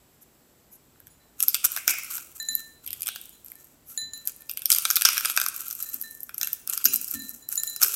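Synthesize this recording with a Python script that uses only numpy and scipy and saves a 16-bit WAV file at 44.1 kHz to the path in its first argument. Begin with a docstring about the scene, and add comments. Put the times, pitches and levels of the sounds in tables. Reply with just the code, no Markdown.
"""Crushing dry noodles over a glass bowl

A hand crushes dry instant noodles close to one microphone in a small room. Strands are filtered bursts
of noise, crumbs are clumped random fractures, and air rings as narrow noise in the closed fist.
Touches ring the bowl's sine modes, and low thumps are decaying bands of noise."""
import sys
import numpy as np
from scipy import signal
from scipy.fft import rfft, irfft
from scipy.io import wavfile
from scipy.ndimage import uniform_filter1d, minimum_filter1d, map_coordinates

SR = 44100
rng = np.random.default_rng(int(sys.argv[2]) if len(sys.argv) > 2 else 0)


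def store_pcm(level_fs):
    """Save levels as 16-bit WAV."""
    pcm = np.round(np.clip(level_fs, -1, 1) * 32767).astype(np.int16)
    wavfile.write(sys.argv[1], SR, np.atleast_2d(pcm).T)


N = 350595
TIME = np.arange(N) / SR


def amp(db):
    """Decibels to gain."""
    return 10 ** (np.asarray(db) / 20)


def unit(x):
    """Scaled to rms 1."""
    return x / np.sqrt(np.mean(x ** 2) + 1e-20)


def along(points, hz):
    """Points of (f/Hz, value) read on a log frequency axis."""
    f, v = np.transpose(points)
    return np.interp(np.log(hz + 1), np.log(f), v)


def add(track, s, sound):
    """Mix a sound in at a time in seconds."""
    part = track[max(round(s * SR), 0):][:len(sound)]
    part += sound[:len(part)]


def coloured(x, points, size=2048):
    """EQ to the given spectrum, minimum phase so that nothing smears ahead of a hit."""
    cepstrum = irfft(np.log(amp(along(points, np.fft.rfftfreq(size, 1 / SR)))))
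    # folding the cepstrum forward makes the filter causal
    cepstrum[1:size // 2] *= 2
    cepstrum[size // 2 + 1:] = 0
    impulse = irfft(np.exp(rfft(cepstrum)))
    return signal.fftconvolve(x, impulse)[:len(x)]


def resonate(x, hz, width_hz):
    """A steep-sided resonance: a band-pass held inside the audible range."""
    edges = np.clip([hz - width_hz / 2, hz + width_hz / 2], 20, [SR * .44, SR * .48])
    return signal.lfilter(*signal.butter(2, edges, 'band', fs=SR), x)


def wobble(rate):
    """A smooth random curve, rate knots a second."""
    knots = rng.standard_normal(int(N * rate / SR) + 4)
    return map_coordinates(knots, [TIME * rate])


def fractures(size, rate, spread_db, grain_s):
    """Spiky force of rms 1: random tiny breaks, rate a second, their sizes spread by spread_db."""
    happens = rng.random(size) < rate / SR
    breaks = happens * amp(spread_db * np.minimum(rng.exponential(size=size), 4))
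    envelope = signal.lfilter([1], [1, -np.exp(-1 / (grain_s * SR))], breaks)
    return unit(envelope * rng.standard_normal(size))


# spectrum of room tone and hiss: (f/Hz, relative level/dB)
AIR_SPECTRUM = [(12, -29), (20, -16.5), (53, 0.5), (111, -3), (147, 0.5), (212, -13), (251, -7),
                (342, -4.5), (794, -11), (2510, -18.5), (6710, -20), (7950, -12.5), (8650, -23),
                (14700, -14.5), (16500, -58)]


def air(tone_db=-61, drone_db=-70, drone_hz=245, drone_width_hz=90):
    """Steady shaped noise for room tone and microphone hiss, with a faint low drone."""
    tone = unit(coloured(rng.standard_normal(N), AIR_SPECTRUM, size=16384))
    drone = unit(resonate(rng.standard_normal(N), drone_hz, drone_width_hz))
    return amp(tone_db) * tone + amp(drone_db) * drone


# skin slides over noodle: (t/s of the peak, level/dB, length/s as the sigma of a bell-shaped swell)
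RUBS = [(.145, -67, 0.011), (.226, -50.5, 0.0085), (0.732, -48, 0.0096), (0.758, -52, 0.0062),
        (3.907, -44, 0.024)]
# spectrum of the slide: (f/Hz, relative level/dB)
SKIN = [(1000, -28), (4500, -18), (6200, 3), (8500, -2), (12500, 16), (15500, -14)]


def rubs():
    """Soft noise swishes swell and fade as the fingers shift their grip."""
    swell = sum(amp(db) * np.exp(-.5 * ((TIME - s) / length) ** 2) for s, db, length in RUBS)
    return swell * unit(coloured(rng.standard_normal(N), SKIN))


# narrow resonances around the bowl: (f/Hz, width/Hz, level/dB)
BOWL_ANSWER = [(1577, 35, -2), (2430, 45, -5), (2733, 25, -3), (3260, 45, -2), (4690, 30, -4),
               (4900, 35, -3), (5110, 40, -2), (6120, 60, -5), (9420, 40, -3), (10110, 35, -4),
               (12133, 45, -1), (12440, 80, -6)]


def bowl_answer(x):
    """Narrow resonances colour whatever cracks above the bowl."""
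    return sum(amp(db) * resonate(x, hz, width) for hz, width, db in BOWL_ANSWER)


# decay of the room: (f/Hz, t60/s)
ROOM_T60 = [(200, 0.2), (1400, 0.73), (3000, 0.59), (7000, 0.63), (14000, 1)]
# EQ of the room: (f/Hz, level/dB)
ROOM_COLOUR = [(300, 9.5), (1400, -4), (2700, 5.5), (4200, 0), (7500, -1), (10000, 1), (12500, -34),
               (16000, 8)]


def room(x, delay=0.0029, count=6):
    """A diffuse noise tail; each of count equal stretches of time has its own random tail."""
    out = np.zeros(N)
    for piece in np.array_split(np.arange(N), count):
        hz, t, z = signal.stft(rng.standard_normal(SR * 3 // 4), SR, nperseg=256)
        fade = amp(-60 * t / along(ROOM_T60, hz)[:, None])
        tail = signal.istft(z * fade, SR, nperseg=256)[1]
        wet = signal.fftconvolve(x[piece], tail / np.linalg.norm(tail))
        add(out, piece[0] / SR + delay, wet)
    return coloured(out, ROOM_COLOUR)


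# placed snaps, loud and faint, after two soft finger ticks:
# (t/s, energy level/dB, body level/dB: higher for a thicker piece)
SNAPS = [(0.958, -77, 22), (1.002, -56.5, -2.5), (1.0698, -44.5, -8.5), (1.404, -17, -19),
         (1.4268, -15.5, -34), (1.483, -9.5, -34.5), (1.5447, -10.5, -19), (1.5522, -23.5, -11.5),
         (1.643, -16.5, -10), (1.65, -9.5, -21.5), (1.7633, -21.5, -3.5), (1.7728, -24.5, 0.5),
         (1.8785, -2, -17), (1.8957, -33, 5), (1.9056, -25, -2), (1.9377, -31.5, 7.5), (1.9859, -30.5, -11),
         (2.0343, -35.5, -14), (2.18, -34, 0), (2.5523, -28.5, -58), (2.863, -42, -31), (2.8759, -33, -27),
         (2.9057, -33, -24), (2.93, -29, -25), (3.0068, -35, -26), (3.02, -26.5, -34), (3.031, -30, -23),
         (3.0615, -30.5, -12), (3.0703, -24, -18), (3.08, -25, -11), (3.087, -23.5, -3),
         (3.1594, -29.5, -4.5), (3.4465, -52, -18), (3.483, -44, -19), (3.518, -42.5, -3),
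         (4.2737, -22, -17), (4.42, -52.5, -2), (4.4953, -28.5, -14), (4.513, -32, -23), (4.536, -51, -14),
         (4.5726, -24.5, -22), (4.593, -41, -17), (4.6197, -31, -17), (4.6566, -13.5, -34),
         (4.7026, -9.5, -27.5), (4.7181, -8.5, -30), (4.7257, -12, -21), (4.7366, -19, -32),
         (4.7483, -16, -20), (4.7615, -21, -20), (4.7843, -13, -25), (4.852, -13, -6.5),
         (4.9029, -17, -6.5), (4.91, -12, -15), (4.9568, -14, -20), (4.9631, -15.5, -18),
         (4.9682, -14, -8.5), (5.0114, -17, -13), (5.0202, -12.5, -11), (5.0511, -3.5, -11.5),
         (5.0553, -3.5, -14.5), (5.0873, -14, -4), (5.1706, -25, -1), (5.1791, -11, -14.5),
         (5.208, -24.5, -7), (5.2488, -18, -4.5), (5.2561, -14.5, -9), (5.2984, -21, -2),
         (5.3647, -17.5, -16.5), (5.3743, -8, -5), (5.4, -21, -7), (5.4147, -13.5, -9.5),
         (5.4627, -16.5, -8.5), (5.485, -21.5, -14), (5.71, -25.5, -15), (5.8893, -53, -31),
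         (5.941, -34.5, -23), (6.205, -43, -28), (6.293, -38, 2.5), (6.344, -35.5, -11.5),
         (6.3804, -28.5, -26), (6.413, -18.5, -15.5), (6.431, -15.5, -16.5), (6.472, -24, -14),
         (6.531, -25, -36), (6.675, -26, -17), (6.6977, -26.5, -45), (6.728, -27, -11),
         (6.7765, -20, -11.5), (6.8423, -26, -43), (6.8548, -0.5, -17), (6.935, -29, -35),
         (6.9416, -20.5, -42), (6.9595, -20, -35), (7.014, -31, -22), (7.0446, -33, -29),
         (7.0839, -30, -17), (7.112, -32.5, -33), (7.489, -30, -33), (7.5255, -27.5, -12),
         (7.5553, -31.5, -25), (7.6346, -20.5, -20), (7.762, -25.5, -14.5), (7.817, -16, -9),
         (7.8257, -14.5, -7), (7.833, -9, -19), (7.8461, -17, -14), (7.9414, -22.5, -18)]
# resonances of a breaking piece, before scatter: (f/Hz, width/Hz, level/dB)
STRAND = [(813, 326, -16.5), (1440, 300, -0.5), (2502, 330, -10.5), (3490, 580, -11.5), (5250, 305, -13),
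          (6016, 1540, -4), (8470, 1820, -7), (10010, 1870, -5), (12550, 1960, 0.5), (14700, 10400, -16)]
# centres of the body, middle, reference and treble bands: f/Hz
BAND_HZ = [1400, 2900, 6300, 12300]
# the more the hand is cupped, the hollower the snaps: (t/s, level/dB of the middle resonances)
CUPPED = [(1.4, 3), (1.55, 6), (1.66, -6), (2.1, -7), (2.87, 20), (3.07, 5.5), (3.2, 3.5), (4.27, -4),
          (4.5, 13), (4.85, 3), (5.3, 2.5), (5.6, -9), (6.0, -17), (6.45, 3.5), (6.85, -8.5), (7.1, -14),
          (7.85, -4)]
# an ordinary strand; smaller and thinner pieces break brighter, thicker ones have more middle
TYPICAL_DB, TYPICAL_BODY_DB = -24, -9.5
MIDDLE_PER_BODY_DB = 0.62
TOP_DB, TOP_PER_DB, TOP_PER_BODY_DB = 2.5, 0.33, 0.2412


def snaps(tear_s=0.0012, tear_scatter_db=2, pitch_scatter=0.055, mode_scatter_db=3.0, splinter_db=-16,
          splinter_t60=0.06, strain_db=-20, strain_t60=.025, crack_db=-22, size=2048):
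    """A strand crackles under strain, tears in about a millisecond, then splinters; each has its own pitches."""
    out, t = np.zeros(N), (np.arange(size) - size // 8) / SR
    for s, db, body_db in SNAPS + small_snaps():
        extra_body_db = body_db - TYPICAL_BODY_DB
        middle_db = np.interp(s, *np.transpose(CUPPED)) + MIDDLE_PER_BODY_DB * extra_body_db
        top_db = TOP_DB - TOP_PER_DB * (db - TYPICAL_DB) - TOP_PER_BODY_DB * extra_body_db
        tear_length = tear_s * amp(rng.normal(0, abs(tear_scatter_db)))
        tear = (t > 0) * np.exp(-np.abs(t / tear_length) ** 3)
        chips = fractures(size, rate=900, spread_db=3.5, grain_s=.0006)
        # crackle builds up to the break, splinters die away after it
        chips_db = np.where(t > 0, splinter_db - 60 * t / splinter_t60, strain_db + 60 * t / strain_t60)
        force = tear * rng.standard_normal(size) + amp(chips_db) * chips
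        # a broad crack fills the gaps between the resonances of the piece
        snap = amp(crack_db + body_db / 2) * unit(resonate(force, 7500, 14000))
        for hz, width, mode_db in STRAND:
            band_db = np.interp(np.log(hz), np.log(BAND_HZ), [body_db, middle_db, 0, top_db])
            share_db = band_db + mode_db
            ring = resonate(force, hz * np.exp(rng.normal(0, pitch_scatter)), width)
            snap = snap + amp(share_db + rng.normal(0, mode_scatter_db)) * unit(ring)
        # energy is counted as the rms level of one millisecond
        add(out, s + t[0], amp(db) * snap * np.sqrt(SR / 1000 / size))
    return out


# low thumps: bumps on the table, and the overload of one loud snap at 1.879 s:
# (t/s, boom f/Hz, boom level/dB, thud level/dB)
THUMPS = [(1.008, 298, -78, -64), (1.879, 341, -57.5, -62.5), (2.488, 252, -55.5, -67),
          (2.869, 242, -77, -58.5), (4.013, 241, -58.5, -57), (5.932, 248, -56, -75),
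          (6.853, 236, -43.5, -59), (6.858, 383, -53, -89), (7.127, 245, -39.5, -52),
          (7.822, 416, -53, -70)]


def thumps(boom_width_hz=55, thud_hz=92, thud_width_hz=40, rise=0.0024, t60=0.61):
    """Each thump is a low boom with a deeper thud beneath, both decaying bands of noise."""
    out, t = np.zeros(N), np.arange(SR // 2) / SR
    envelope = amp(-60 * t / t60) * (1 - np.exp(-t / rise))

    def mode(hz, width):
        """A low resonance driven by noise."""
        return unit(resonate(rng.standard_normal(len(t)), hz, width))

    for s, boom_hz, boom_db, thud_db in THUMPS:
        boom = amp(boom_db) * mode(boom_hz, boom_width_hz)
        thud = amp(thud_db) * mode(thud_hz, thud_width_hz)
        add(out, s, (boom + thud) * envelope)
    return out


# crumbs and fingertips touch the bowl: (t/s, level/dB before trim, hardness/dB per octave, rise/s)
TINKS = [(1.1, -71, 26, .014), (1.196, -64, 2, .012), (2.3996, -34, 3, 0.00074), (2.4863, -29, 7, 0.00062),
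         (2.569, -41.5, -3, 0.029), (3.323, -58.5, 13, .009), (3.551, -65, -6, .0045),
         (3.9757, -30.5, 9.5, 0.0003), (4.016, -39.5, 8, 0.00028), (4.135, -40, 10.5, 0.000073),
         (4.397, -62.5, -6, .01), (5.801, -53, 10, .005), (5.856, -47.5, 3, 0.0011),
         (6.036, -45.5, -4.5, 0.0018), (6.412, -45, -0.5, .0015), (6.878, -38.5, 19, .012),
         (7.147, -42.5, -3.5, 0.005), (7.198, -40.5, 1.5, 0.0012), (7.421, -51.5, 7, 0.0035),
         (7.576, -31.5, 13, 0.00077), (7.599, -35.5, 10, 0.00036), (7.675, -34.5, 10, .0003)]
# the bowl's rim modes: (f/Hz, level/dB, t60/s)
GLASS = [(1787, 0, .45), (4022, 0, .34), (6990, 4, .028), (7005, -13, .28), (10603, 0, .13),
         (14750, -10, .14)]
# how strongly a touch reaches the rim modes: (f/Hz, level/dB)
TOUCH = [(1787, -1.5), (4022, 0.5), (6990, 4), (10603, -13.5)]
TOUCH_PIVOT_HZ = 4022  # hardness tilts the spectrum around here


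def bowl(trim_db=1, tick_db=-3, tick_t60=0.0029):
    """Touches ring the same rim modes, each with its own brightness and rise; ticks grow with level and hardness."""
    out, t = np.zeros(N), np.arange(SR) / SR
    for s, touch_db, hardness, rise in TINKS:
        drive = [(hz, touch_db + db + hardness * np.log2(hz / TOUCH_PIVOT_HZ)) for hz, db in TOUCH]
        tick_fade_db = touch_db + hardness + tick_db - 60 * t / tick_t60
        ring = amp(tick_fade_db) * rng.standard_normal(SR)
        for hz, db, t60 in GLASS:
            mode = np.sin(2 * np.pi * (hz * t + rng.random()))
            ring += amp(along(drive, hz) + db - 60 * t / t60) * mode
        add(out, s, amp(trim_db) * ring * (1 - np.exp(-t / rise)))
    return out


# the fingers close on the noodles:
# (start t/s, length/s, crackle level/dB before trim, coarse crumbs level/dB relative to it)
SQUEEZES = [(1.402, .2, -36.5, -13), (1.645, .14, -34.5, -6), (1.872, .2, -42, -1), (2.111, .07, -35, -8),
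            (2.354, .28, -44, -16), (2.838, .5, -48.5, -10), (3.461, .2, -52, -12),
            (3.893, .05, -46.5, -11), (4.136, .5, -52.5, -10.5), (4.712, .33, -32.5, -5.5),
            (5.05, .44, -35, 0), (5.544, .5, -35, -9.5), (6.093, .17, -46.5, -39), (6.384, .15, -39.5, -14),
            (6.692, .12, -39.5, -2), (6.857, .5, -39, -13.5), (7.503, .22, -37.5, -17),
            (7.815, .14, -30, -9.5)]
# a squeeze bites quickly, eases as the noodles give, then lets go
GRIP_DB_PER_S, EASE_DB_PER_S, RELEASE_DB_PER_S = 899, 9, 124
GRIND_DB_PER_S = 19.5  # big pieces go first, so the coarse crumbs thin out during a squeeze


def pressure(s):
    """Levels of the fine and the coarse crackle (dB) at the given times; the strongest squeeze wins."""
    fine = coarse = np.full(len(s), -100.)
    for start, length, db, coarse_db in SQUEEZES:
        age = np.maximum(s - start, 0)
        grip = GRIP_DB_PER_S * np.maximum(start - s, 0)
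        release = RELEASE_DB_PER_S * np.maximum(age - length, 0)
        level = db - grip - EASE_DB_PER_S * age - release
        fine = np.maximum(fine, level)
        coarse = np.maximum(coarse, level + coarse_db - GRIND_DB_PER_S * age)
    return fine, coarse


def small_snaps(count=85, over_db=0.5, scatter_db=3, body_db=-11):
    """Thin strands break at random while the fingers squeeze, as loud as the grip is hard: rows like SNAPS."""
    start, length = np.transpose(SQUEEZES)[:2]
    # lay the squeezes end to end and scatter the breaks evenly over them
    ends = np.cumsum(length)
    place = (np.arange(count) + rng.random(count)) / count * ends[-1]
    which = np.searchsorted(ends, place)
    s = start[which] + ends[which] - place
    fine, coarse = pressure(s)
    level = fine + over_db + scatter_db * rng.standard_normal(count)
    return list(zip(s, level, body_db + coarse - fine))


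# spectra of fine and coarse crumbs, shared by crumbs and collapses: (f/Hz, relative level/dB)
FINE = [(2000, -15), (4200, -35.5), (5600, 3.5), (7800, 9), (9800, 1.5), (12200, 14), (14000, 5.5),
        (16000, -1.5)]
COARSE = [(300, -63), (700, -30), (1050, -4.5), (1350, 7.5), (1650, -7.5), (1950, -13.5), (2550, 0.5),
          (3400, -5), (4500, -1.5), (8000, -39)]


def crumbs(fine_trim_db=-3, coarse_trim_db=-4, clump_db=2):
    """Tiny fractures come in clumps as the fingers grind, and follow the pressure of the grip."""
    fine_db, coarse_db = pressure(TIME)
    force = fractures(N, rate=800, spread_db=1.0, grain_s=0.0022) * amp(clump_db * wobble(30))
    fine = amp(fine_db + fine_trim_db) * unit(coloured(force, FINE))
    coarse = amp(coarse_db + coarse_trim_db) * unit(coloured(force, COARSE))
    return fine + coarse


# a piece gives way: (t/s of the peak, length/s as the sigma of a bell-shaped swell, level/dB before trim)
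COLLAPSES = [(1.437, 0.0089, -25.5), (1.655, 0.0065, -15.5), (1.903, 0.0089, -20), (2.146, 0.014, -30.5),
             (2.596, 0.011, -39), (4.286, 0.016, -36), (4.704, 0.0054, -27), (4.718, 0.014, -24),
             (4.791, 0.018, -45), (5.088, 0.024, -31), (5.134, 0.011, -29), (5.306, 0.0097, -27.5),
             (5.438, 0.0061, -28), (6.739, 0.0089, -25.5), (6.936, 0.01, -24.5), (7.139, 0.017, -29.5),
             (7.525, 0.0078, -31), (7.833, .0082, -14.5), (7.865, 0.016, -28)]


def collapses(trim_db=-1, coarse_db=-16.5, size=8192):
    """Small fractures pile up and die away within a few hundredths of a second."""
    out, t = np.zeros(N), (np.arange(size) - size // 2) / SR
    for s, length, db in COLLAPSES:
        swell = np.exp(-.5 * (t / length) ** 2)
        force = swell * fractures(size, rate=750, spread_db=-2.0, grain_s=0.00082)
        rush = unit(coloured(force, FINE)) + amp(coarse_db) * unit(coloured(force, COARSE))
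        # a longer swell carries more energy at the same level
        add(out, s + t[0], amp(db + trim_db) * np.sqrt(np.mean(swell ** 2)) * rush)
    return out


# hard breaks ring the air in the fist, broader when the hand is looser: (t/s, f/Hz, width/Hz, level/dB)
FIST = [(1.545, 3180, 900, -44), (1.766, 2370, 580, -42.5), (1.879, 2350, 490, -28),
        (2.874, 3080, 1000, -50.5), (3.085, 3300, 1030, -40.5), (5.053, 2670, 1000, -29),
        (5.374, 1250, 400, -43), (6.853, 2710, 520, -39.5)]


def fist(t60=0.59):
    """A hollow ring of band-passed noise lingers in the closed hand after hard breaks."""
    out, t = np.zeros(N), np.arange(SR) / SR
    for s, hz, width, db in FIST:
        ring = unit(resonate(rng.standard_normal(SR), hz, width))
        add(out, s, ring * amp(db - 60 * t / t60))
    return out


def scene(room_db=-11, bowl_room_db=-10, answer_db=-3, answer_delay=.002, room_width_db=-26, air_width_db=-21):
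    """Everything reaches one close microphone; only room and air differ a little between the channels."""
    noodles = snaps() + collapses() + crumbs() + rubs()
    glass = bowl()
    add(noodles, answer_delay, amp(answer_db) * bowl_answer(noodles))
    send = amp(room_db) * noodles + amp(bowl_room_db) * glass
    mid = noodles + glass + fist() + thumps() + air() + room(send)
    side = amp(room_width_db) * room(send) + amp(air_width_db) * air()
    return np.array([mid + side, mid - side])


def record(dry, ceiling=1.15, size=64, top_hz=15750):
    """A fast limiter ducks the loudest peaks, their tips clip, and a steep low-pass cuts above top_hz."""
    needed = ceiling / np.maximum(np.abs(dry), ceiling)
    # hold the lowest gain over size samples, then smooth it
    gain = uniform_filter1d(minimum_filter1d(needed, size), size)
    clipped = np.clip(dry * gain, -1, 1)
    low_pass = signal.cheby1(12, .05, top_hz, fs=SR, output='sos')
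    return signal.sosfiltfilt(low_pass, clipped)


dry = scene()
out = record(dry)
store_pcm(out)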